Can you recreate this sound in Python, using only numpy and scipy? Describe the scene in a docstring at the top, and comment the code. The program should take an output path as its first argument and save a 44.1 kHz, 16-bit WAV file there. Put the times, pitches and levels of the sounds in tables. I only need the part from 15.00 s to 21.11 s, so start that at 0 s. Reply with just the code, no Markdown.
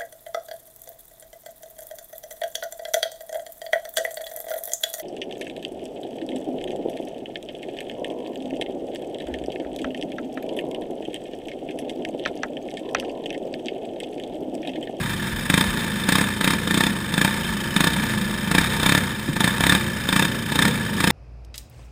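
"""From the start a kart engine runs down with soft puffs, over clatter, a drone, rumble and wind.
Another kart putters nearby all the while: even firings make a hum and raspy bursts of noise.
From half a second on, short surges of hard barks break in: shocks ring the exhaust pipe and gas tears out.
Between surges the engine slows again; gusts swell up and jolts knock the frame from time to time.
All of it is heard on the driver's helmet, through a camera's case that rings and colours the sound."""
import sys
import numpy as np
from scipy import signal
from scipy.fft import rfft, irfft
from scipy.io import wavfile
from scipy.ndimage import uniform_filter1d, map_coordinates

SR = 44100
rng = np.random.default_rng(int(sys.argv[2]) if len(sys.argv) > 2 else 0)


def unload_wav(signal):
    """Save mono or channel-first audio to the path in sys.argv[1] as 16-bit WAV at rate SR, clipped to [-1, 1]."""
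    wavfile.write(
        sys.argv[1],
        SR,
        np.round(np.clip(np.atleast_2d(signal).T, -1, 1) * 32767).astype(np.int16),
    )


N = 269451
TIME = np.arange(N) / SR  # seconds

# All levels in the tables are relative: layers are mixed and coloured further on.
# surges of power: (first firing [s], last firing [s], firings [count], speed-up [share],
# place of the loudest firing [0-1], first level [dB], peak level [dB], last level [dB])
POWER_SURGES = [(0.5, 0.6099, 4, 0.15, 0.67, -12, -10.5, -12.5),
                (1.0891, 1.212, 5, 0.13, 0.51, -11, -11.5, -14),
                (1.4106, 1.535, 5, 0.091, 0.33, -15, -10.5, -14.5),
                (1.6749, 1.8665, 7, 0.091, 0.6, -15.5, -11.5, -14),
                (2.1398, 2.2777, 5, 0.17, 0.82, -16, -10.5, -17),
                (2.7637, 2.871, 4, 0.27, 0.33, -12.5, -10.5, -12.5),
                (3.514, 3.613, 4, 0.11, 0.67, -13, -10.5, -15),
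                (3.7985, 3.977, 7, 0.11, 0.33, -16, -10.5, -12.5),
                (4.3653, 4.476, 4, 0.14, 0.5, -16, -10, -13.5),
                (4.6072, 4.75, 6, 0.072, 0.72, -13, -9.5, -13),
                (5.089, 5.251, 6, 0.22, 0.38, -14, -10.5, -14.5),
                (5.5206, 5.6803, 6, 0.15, 0.54, -15.5, -10, -14),
                (6.0047, 6.104, 4, 0.15, 0.36, -13, -11.5, -11.5)]
# the run-down before each surge, in the same order: (starting speed [turns/s], slowing [turns/s per s],
# clatter [dB], rumble [dB], shaking [dB]), with levels as they are at racing speed
RUN_DOWNS = [(65.1, 118, -25.5, -25.5, -36.5), (64.87, 42, -25, -25, -44), (72, 135, -27, -26.5, -42),
             (65.06, 98.6, -27.5, -24.5, -42), (67, 125, -27, -24, -44), (65.03, 68, -26, -26.5, -40),
             (66, 45, -25, -24.5, -36), (70.15, 65.5, -24.5, -25.5, -35.5), (72, 160, -26.5, -25, -42.5),
             (65.96, 100.4, -25.5, -25.5, -39), (72, 150, -26, -25, -40), (67, 100, -27.5, -24.5, -39),
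             (68, 110, -26, -23, -41)]
# how strongly an engine harmonic sounds at each pitch: (pitch [Hz], level [dB])
DRONE_RESONANCES = [(60, -13), (95, -8), (140, -4.5), (175, -6.5), (210, 2), (250, -12), (330, -15),
                    (500, -25.5), (700, -21)]
NEIGHBOUR_RESONANCES = [(120, -12), (200, -5.5), (280, -17.5), (355, -8), (450, -21.5), (540, -17),
                        (595, -20), (680, -26)]
# noise colours, how strong each pitch is: (pitch [Hz], level per Hz [dB])
BARK_COLOUR = [(150, -4), (400, -6.5), (700, -9.5), (1200, -2), (2400, -3), (4500, -11), (9000, -18.5),
               (15000, -9)]
CLATTER_COLOUR = [(150, -15), (400, -11), (700, -8), (1200, -2), (2400, -3), (4500, -14), (9000, -19),
                  (15000, -8)]
RUMBLE_COLOUR = [(25, -33), (60, -9.5), (110, -7.5), (160, -7), (210, 5.5), (255, -7), (350, -19.5),
                 (500, -9), (900, -39), (3000, -71)]
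WIND_COLOUR = [(10, -24), (25, -6), (45, -38), (70, -6), (200, -27), (1000, -78)]
RASP_COLOUR = [(200, -11), (800, -11.5), (1600, 3), (2400, -9), (3000, 7.5), (3700, -16.5), (5000, -4),
               (9000, -18), (15000, -1)]
# shaking of the unbalanced piston: (multiple of the turning rate, level [dB])
CRANK_ORDERS = [(1, 1), (2, 0.5)]
# the neighbouring kart over time: (time [s], firing rate [1/s], level [dB])
NEIGHBOUR_KART = [(0, 31, -36.5), (.9, 29.1, -36), (1.95, 29.6, -38.5), (2.65, 29, -31.5),
                  (3.05, 33.2, -34), (3.65, 26.7, -35.5), (4.4, 30.4, -37.5), (5.3, 28.1, -32.5),
                  (5.75, 30.2, -37), (6.11, 28.3, -29.5)]
# gusts on the helmet: (middle [s], time from the middle to 1/e of the peak [s], peak level [dB])
WIND_GUSTS = [(2.72, .1, -44), (3.999, 0.039, -46.5), (4.35, .08, -47), (4.88, .14, -44)]
# ringing tones of the exhaust pipe: (pitch [Hz], level [dB], time to fall by 60 dB [s])
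PIPE_MODES = [(187.4, 1, 0.058), (277.6, -5, 0.054), (460, -14.5, 0.025)]
# knocks as the kart jolts: (time [s], strength of the blow [dB], lowest pitch [Hz], time to fall by 60 dB [s])
TRACK_JOLTS = [(0.326, -18, 37.7, 0.19), (.53, -20, 38, .12), (.675, -17, 36, 0.21),
               (2.493, -22, 48.96, 0.25), (4.287, -3.5, 129.3, .055)]
# resonances and dips of the camera case: (pitch [Hz], width [Hz], lift or cut [dB])
CASE_RESONANCES = [(691, 19, 4), (1082, 30, -1.5), (1920, 55, -2.5), (2630, 45, 3), (908, 60, 11),
                   (1177, 93, 3), (1734, 115, 12), (2372, 59, 5), (2863, 89, -9.5), (3160, 65, 6.5),
                   (3400, 73, -3.5), (3570, 130, 11), (3800, 207, 8.5), (3920, 116, -6), (4770, 86, -4.5),
                   (5120, 120, 8), (6000, 170, -11.5), (6880, 290, 7.5), (7230, 77, -4.5),
                   (8405, 140, 16.5), (8900, 140, 8), (9150, 120, -4.5), (9655, 130, 7.5),
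                   (10250, 140, 12.5), (11330, 360, -5), (12340, 496, -16.5), (13730, 80, 8),
                   (15150, 130, 1), (15670, 340, -19.5)]

IDLE_TURNS_PER_S, RACING_TURNS_PER_S = 43, 67
PICK_UP_S = .09  # the engine gathers speed this long before the first hard bark
# how much louder each layer is at racing speed than at idle
CLATTER_SWING_DB, RUMBLE_SWING_DB, SHAKE_SWING_DB = 5, 6, 9.5
HUM_CARRIES = 0.34  # share of the neighbour's change in level that its hum does not follow
BREEZE_DB, BREEZE_SWING_DB, BREEZE_CHANGES_PER_S = -52, 4, 8.9
TRACK_ECHO_S, TRACK_ECHO_DB = .0056, -13
CUTOFF_HZ = 15500


def from_db(db):
    """Turn decibels into a plain gain."""
    return 10 ** (np.asarray(db) / 20)


def rms_one(x):
    """Scale a signal to an average (rms) strength of 1."""
    return x / np.sqrt(np.mean(x ** 2) + 1e-20)


def in_time(rows):
    """Draw straight lines between the rows of a table, giving each column at every sample."""
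    s, *columns = np.transpose(rows)
    return [np.interp(TIME, s, column) for column in columns]


def drift(changes_per_s):
    """Wander smoothly and at random around zero, with an rms of 1."""
    knots = rng.standard_normal(N // 32)
    return rms_one(map_coordinates(knots, [TIME * changes_per_s], order=3, mode="wrap"))


def colour(x, spectrum, size=8192):
    """Filter to the given spectrum, with no sound ahead of its cause; white noise keeps its level."""
    hz, db = np.transpose(spectrum)
    grid = np.maximum(np.fft.rfftfreq(size, 1 / SR), 1)
    gain = rms_one(from_db(np.interp(np.log(grid), np.log(hz), db)))
    # folding the cepstrum forward in time makes the filter minimum-phase
    cepstrum = irfft(np.log(gain))
    cepstrum[1:size // 2] *= 2
    cepstrum[size // 2 + 1:] = 0
    response = irfft(np.exp(rfft(cepstrum)))
    return signal.fftconvolve(x, response)[:N]


def clicks(times, sizes):
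    """Place one single-sample click of the given size at each time."""
    out = np.zeros(N)
    at = np.round(times * SR).astype(int)
    inside = (at >= 0) & (at < N)
    out[at[inside]] = sizes[inside]
    return out


def ring(x, hz, t60):
    """Ring like a struck object: a click of 1 starts a dying sine of height 1."""
    r = from_db(-60 / (t60 * SR))
    w = 2 * np.pi * hz / SR
    return signal.lfilter([0, np.sin(w)], [1, -2 * r * np.cos(w), r * r], x + 1e-18)


def fade(x, seconds):
    """Jump to 1 at a click of 1, then die away to 1/e in the given time."""
    return signal.lfilter([1], [1, -np.exp(-1 / (seconds * SR))], x + 1e-18)


def firings():
    """Time the power strokes: each kicks the flywheel, so they close up within a surge."""
    times, levels = [], []
    for first, last, count, speed_up, peak_at, *db in POWER_SURGES:
        u = np.linspace(0, 1, int(round(count)))
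        times.append(first + (last - first) * (u + speed_up * u * (1 - u)))
        levels.append(np.interp(u, [0, np.clip(peak_at, .1, .9), 1], db))
    return times, levels


def engine_speed(surges):
    """Turns per second: two per firing in a surge, then friction slows the crank evenly, down to idle."""
    points, start = [], 0
    for times, (top, slowing, *_) in zip(surges, RUN_DOWNS):
        end = max(times[0] - PICK_UP_S, start)
        for s in np.linspace(start, end, num=12):
            points.append((s, max(top - slowing * (s - start), IDLE_TURNS_PER_S)))
        middles = (times[:-1] + times[1:]) / 2
        points += zip(middles, 2 / np.diff(times))
        start = times[-1]
    return in_time(points)[0]


def running_levels(surges, turns_per_s):
    """Clatter, rumble and shaking [dB]: each run-down has its own strength, and all sink with the speed."""
    starts = [0] + [times[-1] for times in surges[:-1]]
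    points = []
    for start, times, run_down in zip(starts, surges, RUN_DOWNS):
        points += [(s, *run_down[2:]) for s in (start, times[0])]
    # 0 at racing speed, 1 at idle
    slack = (RACING_TURNS_PER_S - turns_per_s) / (RACING_TURNS_PER_S - IDLE_TURNS_PER_S)
    swings = (CLATTER_SWING_DB, RUMBLE_SWING_DB, SHAKE_SWING_DB)
    return [db - swing_db * slack for db, swing_db in zip(in_time(points), swings)]


def clatter(cycle, depth_db=1.0, flicker_db=2.3, grit_db=-7, grit_per_s=450):
    """Valve gear, chain and tyres: a hiss that throbs with the crank, with small uneven ticks in it."""
    throb = from_db(depth_db * np.cos(4 * np.pi * cycle) + flicker_db * drift(170))
    ticks = (rng.random(N) < grit_per_s / SR) * rng.standard_normal(N)
    hiss = rng.standard_normal(N) + from_db(grit_db) * rms_one(ticks)
    return colour(rms_one(throb * hiss), CLATTER_COLOUR)


def harmonics(cycle, spectrum, waver_db, count):
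    """Multiples of the cycle rate glide through fixed resonances; moving air shakes level and phase."""
    hz, db = np.transpose(spectrum)
    log_rate = np.log(np.gradient(cycle) * SR)
    out = 0
    for k in range(3, count):
        resonance_db = np.interp(log_rate + np.log(k), np.log(hz), db)
        level = from_db(resonance_db + waver_db * drift(8))
        phase = k * cycle + rng.random() + .06 * drift(14)
        out = out + np.sqrt(2) * level * np.sin(2 * np.pi * phase)
    return out


def drone(cycle, surges):
    """The smooth hum of the engine running down: under power it gives way to the barks."""
    under_power = sum(1. * ((TIME > s[0]) & (TIME < s[-1] + .02)) for s in surges)
    pulling = uniform_filter1d(under_power, size=900)
    return from_db(-6 - 4.5 * pulling) * harmonics(cycle, DRONE_RESONANCES, waver_db=2.0, count=20)


def rumble():
    """Low chassis noise that lurches on the uneven track."""
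    lurch = from_db(-6.0 + 1.8 * drift(13))
    return lurch * colour(rng.standard_normal(N), RUMBLE_COLOUR)


def crank(cycle, waver_db=2.0):
    """The unbalanced piston shakes the frame at low multiples of the turning rate, two turns a cycle."""
    out = 0
    for k, db in CRANK_ORDERS:
        level = np.sqrt(2) * from_db(db + waver_db * drift(9))
        out = out + level * np.sin(2 * np.pi * (2 * round(k) * cycle + rng.random()))
    return out


def neighbour(hum_db=-2, rasp_db=8, puff_s=0.011):
    """Another kart's even firings hum in its pipe, each with a rasp of gas."""
    per_s, level_db = in_time(NEIGHBOUR_KART)
    cycle = np.cumsum(per_s) / SR
    pulses = np.diff(np.floor(cycle), prepend=0)
    hum = harmonics(cycle, NEIGHBOUR_RESONANCES, waver_db=3.5, count=23)
    # taking away a faster fade softens the start of each puff
    puffs = fade(pulses, puff_s) - fade(pulses, 0.00087)
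    rasp = colour(puffs * rng.standard_normal(N), RASP_COLOUR)
    # the hum carries farther than the rasp, so its level changes less
    carry_db = HUM_CARRIES * (level_db.mean() - level_db)
    return from_db(level_db) * (from_db(hum_db + carry_db) * hum + from_db(rasp_db) * rasp)


def wind():
    """An unsteady stream of air over the helmet, with a few gusts that swell and die."""
    breeze = from_db(BREEZE_DB + BREEZE_SWING_DB * drift(BREEZE_CHANGES_PER_S))
    gusts = sum(from_db(db) * np.exp(-((TIME - s) / width_s) ** 2) for s, width_s, db in WIND_GUSTS)
    return (breeze + gusts) * colour(rng.standard_normal(N), WIND_COLOUR)


def idle_strokes(surges, cycle):
    """Between surges the exhaust valve still opens once a cycle, at the pace of the slowing engine."""
    starts = [.026] + [s[-1] for s in surges[:-1]]
    ends = [s[0] for s in surges]
    times = []
    for start, end in zip(starts, ends):
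        first, last = np.interp([start, end], TIME, cycle)
        times.append(np.interp(np.arange(first + 1, last - .5), cycle, TIME))
    return np.concatenate(times)


def exhaust(times, db, pipe_db, shock_db, jet_db, tail_db, knock_db, spread_db, steepen):
    """The valve opens: a shock rings the pipe and a jet of gas tears out after it."""
    chance = rng.standard_normal((len(times), 2 + len(PIPE_MODES)))
    size = from_db(db + spread_db * chance[:, 0])
    pipe = 0
    for k, (hz, mode_db, t60) in enumerate(PIPE_MODES):
        blow = -size * from_db(mode_db + 1.2 * chance[:, 2 + k])
        pipe = pipe + ring(clicks(times, blow), hz, t60)
    # the narrow mouth radiates little bass
    pipe = signal.sosfilt(signal.butter(2, 125, "high", fs=SR, output="sos"), pipe)
    # stronger shocks are steeper, so their crack grows faster than their thud
    crack = size * (size / np.median(size)) ** steepen
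    # the shock comes back from the track and the seat
    shock = clicks(times, -crack)
    shock = shock + clicks(times + 0.001124, -crack * from_db(chance[:, 1]))
    shock = shock + clicks(times + 0.0033, 0.4 * crack)
    jet = clicks(times, crack)
    swell = fade(jet, .0024) - .75 * fade(jet, .0011)
    # combustion noise builds up in the block for 8 ms before the valve opens
    knock_times = (times[:, None] + [-.008, 0, .001]).ravel()
    knock = np.interp(TIME, knock_times, (size[:, None] * [0, 1, 0]).ravel())
    flow = from_db(jet_db) * swell + from_db(tail_db) * fade(jet, 0.014) + from_db(knock_db) * knock
    bark = colour(from_db(shock_db) * shock + flow * rng.standard_normal(N), BARK_COLOUR)
    # the bark returns once more from the track
    echo = from_db(TRACK_ECHO_DB) * np.interp(TIME - TRACK_ECHO_S, TIME, bark, left=0)
    return from_db(pipe_db) * pipe + bark + echo


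def jolts():
    """A dull knock through seat and frame, whose three lowest modes answer together."""
    out = 0
    for s, db, hz, t60 in TRACK_JOLTS:
        blow = clicks(np.array([s]), from_db([db]))
        out = out + ring(blow, hz, t60)
        out = out - 1.26 * ring(blow, 1.16 * hz, t60)
        out = out + 0.69 * ring(blow, 2.18 * hz, t60)
    return .5 * out


def scene():
    """The surges set the engine's speed, and the speed drives everything that turns with it."""
    surges, levels = firings()
    turns_per_s = engine_speed(surges)
    cycle = np.cumsum(turns_per_s / 2) / SR  # four-stroke: one cycle is two turns
    clatter_db, rumble_db, shake_db = running_levels(surges, turns_per_s)
    mix = from_db(clatter_db - 4.5) * clatter(cycle)
    # drone and rumble rise and sink together
    mix = mix + from_db(rumble_db) * (drone(cycle, surges) + rumble())
    mix = mix + from_db(shake_db) * crank(cycle)
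    mix = mix + neighbour() + wind()
    idle = idle_strokes(surges, cycle)
    puffs = exhaust(idle, np.interp(idle, TIME, clatter_db), pipe_db=-0.5, shock_db=1, jet_db=2.0,
                    tail_db=-6.5, knock_db=-8.5, spread_db=1.0, steepen=0.093)
    barks = exhaust(np.concatenate(surges), np.concatenate(levels), pipe_db=0.5, shock_db=3.5, jet_db=1.5,
                    tail_db=-11.5, knock_db=-12, spread_db=-0.04, steepen=0.56)
    return (mix + puffs + jolts() + barks)[None]


def camera_case(x):
    """Each resonance of the case lifts, and each dip cuts, a narrow band."""
    for hz, width, db in CASE_RESONANCES:
        w, half, gain = 2 * np.pi * hz / SR, np.pi * abs(width) / SR, from_db(db)
        lift = half * max(gain, 1)
        cut = half * max(1 / gain, 1)
        middle = -2 * np.cos(w)
        x = signal.lfilter([1 + lift, middle, 1 - lift], [1 + cut, middle, 1 - cut], x)
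    return x


def record(dry):
    """The case colours the sound, the highest peaks are rounded, the top of the treble is cut."""
    top = .95  # the rounded peaks level off here, ahead of the treble cut
    heard = camera_case(dry)
    heard = heard / (1 + (heard / top) ** 4) ** .25
    return signal.sosfilt(signal.ellip(10, .1, 90, CUTOFF_HZ, fs=SR, output="sos"), heard)


dry = scene()
out = record(dry)
unload_wav(out)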